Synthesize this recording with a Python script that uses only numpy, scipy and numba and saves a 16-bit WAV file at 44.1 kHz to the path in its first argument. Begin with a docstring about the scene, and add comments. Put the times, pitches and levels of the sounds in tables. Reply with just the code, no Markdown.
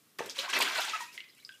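"""A sharp splash and a deep plop: a goose ducks its head in a bathtub, throws water over its back
and comes up dripping. Each splash is a cloud of ringing air bubbles, with deep churning below and
fine spray above. Sheets of water slap, big single bubbles plop, drops fall back and the feathers
trickle. The tub hums at its hollow note and the bathroom rings with it all, over a faint hush."""
import sys
import numpy as np
from scipy import signal
from scipy.fft import rfft, irfft, next_fast_len
from scipy.io import wavfile
from numba import njit

SR = 44100
rng = np.random.default_rng(int(sys.argv[2]) if len(sys.argv) > 2 else 0)


def transcribe(u):
    """Save the signal u as a 16-bit wav file named by the first command-line argument.

    u: samples, shape (n,) or (channels, n), limited to [-1, 1]; the rate is SR.
    q: integer samples, one column per channel.
    """
    v = np.clip(np.atleast_2d(u).T, -1, 1)
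    q = np.round(v * 32767).astype(np.int16)
    wavfile.write(sys.argv[1], SR, q)


N = 70560

# splashes: peak t/s, rise/s, fall/s, froth f/Hz, churn level/dB, froth level/dB, spray level/dB
SPLASHES = [ (0.1908, 0.0029, 0.0077, 2096, -38.5, -35, -47), (.228, 0.012, 0.056, 1670, -49, -47, -56),
            (0.261, 0.00077, 0.011, 2550, -41, -47.5, -50), (0.301, 0.00093, 0.016, 4900, -82, -43.5, -48),
            (.368, 0.011, .015, 2380, -98, -44.5, -48.5), (0.39, 0.0068, 0.036, 2954, -52, -36, -43),
            (.450, 0.016, 0.013, 1618, -58, -37, -67), (0.5, 0.01, 0.019, 2380, -55, -35.5, -47.5),
            (.541, 0.01, 0.023, 2380, -41, -30.5, -42), (.568, .012, .040, 2006, -37, -31, -43.5),
            (.621, .011, .014, 2785, -37.5, -27, -38), (.665, 0.02, 0.086, 2046, -50.5, -33, -45),
            (0.774, .025, 0.054, 2258, -51.5, -34.5, -44), (.789, 0.0051, 0.01, 975, -52, -41, -60),
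            (.815, 0.0055, 0.085, 2874, -63, -39, -46), (0.898, 0.016, 0.019, 2770, -52.5, -37.5, -56),
            (.955, .016, 0.026, 2044, -63, -37.5, -52), (1.012, .010, 0.034, 2430, -64, -49, -46),
            (1.155, 0.025, 0.027, 4030, -64, -66, -54.5), ]
# slaps of water: t/s, centre f/Hz, burst level/dB, resonance Q
SLAPS = [ (.1865, 11100, -33.5, 1.7), (.260, 10000, -32, 1.4), (0.2966, 4850, -20.5, 2.8),
         (.5635, 4330, -20, 3), (.589, 12500, -19.5, 2.8), (0.606, 8850, -19.5, 1.6),
         (.6235, 8600, -15.5, 1.9), (.802, 4750, -31, 4.6), (0.8055, 12500, -23.5, 4.7),
         (0.85, 8260, -19.5, 7), ]
# big single bubbles: t/s, f/Hz, level/dB, decay/s, glide/(octaves per s)
PLOPS = [ (.2055, 495, -19, 0.0035, -13), (.1905, 1140, -28, 0.0033, 1.5), (.2062, 908, -25, 0.0031, -5),
         (.2910, 3200, -35, 0.0016, 19), (.380, 524, -37.5, 0.02, 3), (.380, 1150, -39, 0.022, 2),
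         (.3885, 3200, -20, 0.00093, 11), (.3890, 3840, -21, 0.0014, 24), (.428, 664.5, -39, 0.029, 7),
         (.477, 960, -31, 0.0082, 23), (.533, 3180, -26.5, 0.0041, 2.5), (.536, 1972, -28, 0.0096, 8),
         (.551, 2550, -27, 0.011, 4.5), (.603, 950, -13.5, 0.0022, 32), (.6115, 3530, -17.5, 0.00095, 4),
         (.676, 1525, -22, 0.0041, 11.5), (.755, 1500, -26.5, 0.0049, 1.5), (.782, 608, -29, 0.0064, 6),
         (.783, 1503, -28.5, 0.0056, 2), (.786, 2670, -26.5, 0.0035, 9.5), (.792, 737, -26, 0.011, 5.5),
         (.796, 1426, -20, 0.0031, 1), (.785, 928, -27, 0.0083, 4), (.818, 3320, -26.5, 0.0014, 24),
         (.835, 1317, -30, 0.0069, 22), (.848, 780, -32.5, 0.0064, 7), (.878, 850, -31.5, 0.0043, 7),
         (.912, 873, -44, 0.054, .5), (.9335, 1257, -22.5, 0.0082, 3), (.935, 2536, -34.5, 0.0034, 7.5),
         (.947, 1420, -39, 0.0038, 9), (1.003, 1853, -34, 0.016, 1), (1.005, 996, -28, 0.0061, -2),
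         (1.018, 922, -36, 0.01, 3.5), (1.075, 2415, -46.5, 0.021, 3.5), (1.186, 2100, -43.5, 0.012, 5.5),
         (1.2045, 2920, -39.5, 0.0025, 1), (1.301, 4920, -48, 0.0016, -3.5), (1.375, 2390, -58, 0.0048, 22),
         (1.389, 2830, -53, .003, 20), (1.4494, 4910, -30, 0.0012, 10), (1.538, 2820, -52.5, 0.0069, 4), ]
# drops that trap a bubble: t/s, bubble f/Hz, bubble level/dB, decay/s, impact level/dB
DROPS = [ (1.1465, 2210, -45.5, 0.0045, -50), (1.1775, 2058, -30, 0.0067, -22),
         (1.2045, 2270, -40, 0.0047, -24), (1.241, 1960, -44, 0.0027, -35.5),
         (1.4917, 1560, -38, 0.01, -29), (1.522, 3300, -44.5, 0.0025, -43), ]
# first echoes off the tub walls: typical delay/s, gain
WALL_ECHOES = [(.0016, 0.19), (.0037, 0.24), (.0062, 0.1)]
# tone of the bathroom's tail: f/Hz, level/dB
ROOM_EQ = [(80, -9), (270, -7.5), (600, -10.5), (1500, -6), (3000, -9.5), (5000, -6.5), (7500, -3),
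           (15000, -9.5)]
# tone of the steady hush: f/Hz, relative level/dB
HUSH_EQ = [(18, -94), (30, -47), (119, -7), (228, -3.5), (260, -5.5), (296, -3.5), (837, -16.5),
           (978, -16.5), (1140, -9.5), (1520, -15), (15000, -17)]
# microphone colour: f/Hz, level/dB
MIC_EQ = [(40, -25), (110, 0.5), (300, -4), (1000, -3), (3000, 1.5), (6000, 0), (10000, -3.5),
          (14000, -3.5)]

# grain textures: rate/(grains per s), pitch spread/octaves, decay/cycles, level scatter/dB
CHURN = (1300, 0.519, 2.24, 2.2)
FROTH = (3900, 0.7215, 3.45, 5.6)
SPRAY = (5000, 0.73, 2, 5.3)
TRICKLE = (600, 0.528, 9.3, 6.6)
TICKS = (140, 0.32, 0.83, 2.2)

SPOTS = 6  # places on the water, each with its own echoes
CHURN_HZ, SPRAY_HZ, GRAIN_GLIDE_OCT = 479, 7760, 0.046  # glide per decay time
IMPACT_HZ, IMPACT_DECAY_S, IMPACT_ATTACK_S, IMPACT_LOW_CUT_HZ = 2920, 0.00035, 0.000092, 1580
ROOM_T60_S, TREBLE_T60_S, CROSSOVER_HZ, BUILD_S = .37, .28, 3700, 0.003
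WASH_DB, WASH_T60_S, WALL_SPREAD_OCT = -6.5, 0.064, 0.36


def splashes():
    """Every splash churns big air pockets, froths with bubbles and scatters spray."""
    out = np.zeros((SPOTS, N))
    for peak, rise, fall, froth_hz, churn_db, froth_db, spray_db in SPLASHES:
        out += bubble_cloud(peak, rise, fall, CHURN_HZ, churn_db, CHURN)
        out += bubble_cloud(peak, rise, fall, froth_hz, froth_db, FROTH)
        out += bubble_cloud(peak, rise, fall, SPRAY_HZ, spray_db, SPRAY)
    return out


def bubble_cloud(peak, rise, fall, centre_hz, db, texture, max_grains=1800):
    """Bubble grains of many sizes, louder towards the peak time and fading after it."""
    rate, spread, cycles, scatter_db = texture
    lead = 2.5 * rise
    span = lead + 4.5 * fall
    count = int(np.clip(rate * span, 8, max_grains))
    jitter = rng.random(max_grains)[:count]
    t = (np.arange(count) + jitter) / count * span - lead
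    pitch, strength = np.clip(rng.standard_normal((max_grains, 2))[:count], -2.4, 2.4).T
    hz = np.minimum(centre_hz * 2 ** (spread * pitch), SR * .42)
    decay = cycles / hz * 2 ** rng.uniform(-1, 1, max_grains)[:count]
    swell = np.where(t < 0, np.exp(-.5 * (t / rise) ** 2), np.exp(-np.abs(t) / fall))
    gain = swell * undb(scatter_db * strength) / np.sqrt(decay)
    grains = ring(peak + t, hz, gain, decay, GRAIN_GLIDE_OCT / decay, .5 / hz)
    return grains * undb(db) * np.sqrt((rise + fall / 2) * SR / np.sum(grains ** 2))


@njit
def ring(start, hz, gain, decay, glide, attack):
    """Trapped air rings: sines that swell, glide and die away, dealt out over the spots."""
    out = np.zeros((SPOTS, N))
    for k in range(len(start)):
        first = int(start[k] * SR) + 1
        for i in range(max(first, 0), min(N, first + int(7 * decay[k] * SR))):
            t = i / SR - start[k]
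            phase = 2 * np.pi * hz[k] * t * (1 + np.log(2) * glide[k] * t / 2)
            envelope = np.exp(-t / decay[k]) * (1 - np.exp(-t / attack[k]))
            out[k % SPOTS, i] += gain[k] * envelope * np.sin(phase)
    return out


def slaps(decay_s=0.0014):
    """Sheets of water crack on the surface: snaps of noise through a bright resonance."""
    t = np.arange(N) / SR
    out = np.zeros((SPOTS, N))
    for k, (start, hz, db, q) in enumerate(SLAPS):
        burst = rng.standard_normal(N) * (t >= start) * np.exp(-np.abs(t - start) / decay_s)
        out[k % SPOTS] += undb(db) * signal.lfilter(*signal.iirpeak(hz, q, fs=SR), burst)
    return out


def plops(attack_share=0.28):
    """Single bubbles plop and plink above the splashing; the longer the ring, the softer the attack."""
    start, hz, db, decay, glide = columns(PLOPS)
    return ring(start, hz, undb(db) * (1 + attack_share), decay, glide, attack_share * decay)


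def drops(attack_s=0.00091, glide_oct_per_s=1.2):
    """Water drips off the goose: a tick on the surface, then the trapped bubble rings."""
    start, hz, db, decay, impact_db = columns(DROPS)
    each = np.ones(len(start))
    tick = ring(start, IMPACT_HZ * each, undb(impact_db), IMPACT_DECAY_S * each,
                0 * each, IMPACT_ATTACK_S * each)
    bubble = ring(start, hz, undb(db), decay, glide_oct_per_s * each, attack_s * each)
    return pass_filter(tick, "high", IMPACT_LOW_CUT_HZ) + bubble


def runoff():
    """Water runs off the feathers in tiny bubbles and lone ticks."""
    trickle = bubble_cloud(peak=1.22, rise=0.57, fall=0.33, centre_hz=3001, db=-64, texture=TRICKLE)
    # the negative rise holds the ticks back until 1.35 s
    ticks = bubble_cloud(peak=.95, rise=-0.16, fall=0.54, centre_hz=8495, db=-65.5, texture=TICKS)
    return trickle + ticks


def tub(water, hz=266.5, q=27, gain=1.84):
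    """The tub hums along at its hollow note."""
    return water + gain * signal.lfilter(*signal.iirpeak(hz, q, fs=SR), water)


def bathroom(spot):
    """Wall echoes and a short dense wash in the tub, then a room tail whose treble dies sooner."""
    t = np.arange(N) / SR
    noise = rng.standard_normal((3, N))
    fade = lambda t60: np.exp(-np.log(1000) * t / t60) * (1 - np.exp(-(t / BUILD_S) ** 2))
    unit_energy = lambda x: x / np.sqrt(np.sum(x ** 2))
    body = pass_filter(noise[0], "low", CROSSOVER_HZ) * fade(ROOM_T60_S)
    treble = pass_filter(noise[1], "high", CROSSOVER_HZ) * fade(TREBLE_T60_S)
    wash = undb(WASH_DB) * unit_energy(noise[2] * fade(WASH_T60_S))
    response = equalise(unit_energy(body + treble), ROOM_EQ) + wash
    for delay, gain in WALL_ECHOES:
        stretch = 2 ** (WALL_SPREAD_OCT * rng.uniform(-1, 1))  # wall distance differs by spot
        response[int(delay * stretch * SR)] += gain
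    return spot + signal.fftconvolve(spot, response)[:N]


def hush(db=-65.5):
    """Faint, steady room tone."""
    noise = equalise(rng.standard_normal(N), HUSH_EQ)
    return noise * undb(db) / np.std(noise)


def equalise(x, points):
    """A minimum-phase EQ through (f/Hz, level/dB) points, so attacks stay sharp."""
    size = next_fast_len(2 * len(x))
    size += size % 2
    hz, db = columns(points)
    bin_hz = np.arange(size // 2 + 1) * SR / size
    curve_db = np.interp(np.log(bin_hz + 1), np.log(hz), db)
    cepstrum = irfft(np.log(undb(curve_db)))
    cepstrum[1:size // 2] *= 2
    cepstrum[size // 2 + 1:] = 0
    return irfft(rfft(x, size) * np.exp(rfft(cepstrum)))[:len(x)]


def pass_filter(x, kind, hz):
    """A gentle low-pass or high-pass."""
    return signal.sosfilt(signal.butter(2, hz, kind, fs=SR, output="sos"), x)


def undb(db):
    """Decibels to gain."""
    return 10 ** (np.asarray(db) / 20)


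def columns(table):
    """One array per column."""
    return np.array(table, float).T.copy()


def scene():
    """The water in the bathroom, heard in mono from above the tub."""
    water = splashes() + slaps() + plops() + drops() + runoff()
    heard = sum(bathroom(spot) for spot in tub(water))
    return (equalise(heard, MIC_EQ) + hush())[None]


def record(dry, top_hz=15300):
    """A steep high cut takes off the very top."""
    return signal.sosfilt(signal.ellip(10, .2, 70, top_hz, fs=SR, output="sos"), dry)


dry = scene()
out = record(dry)
transcribe(out)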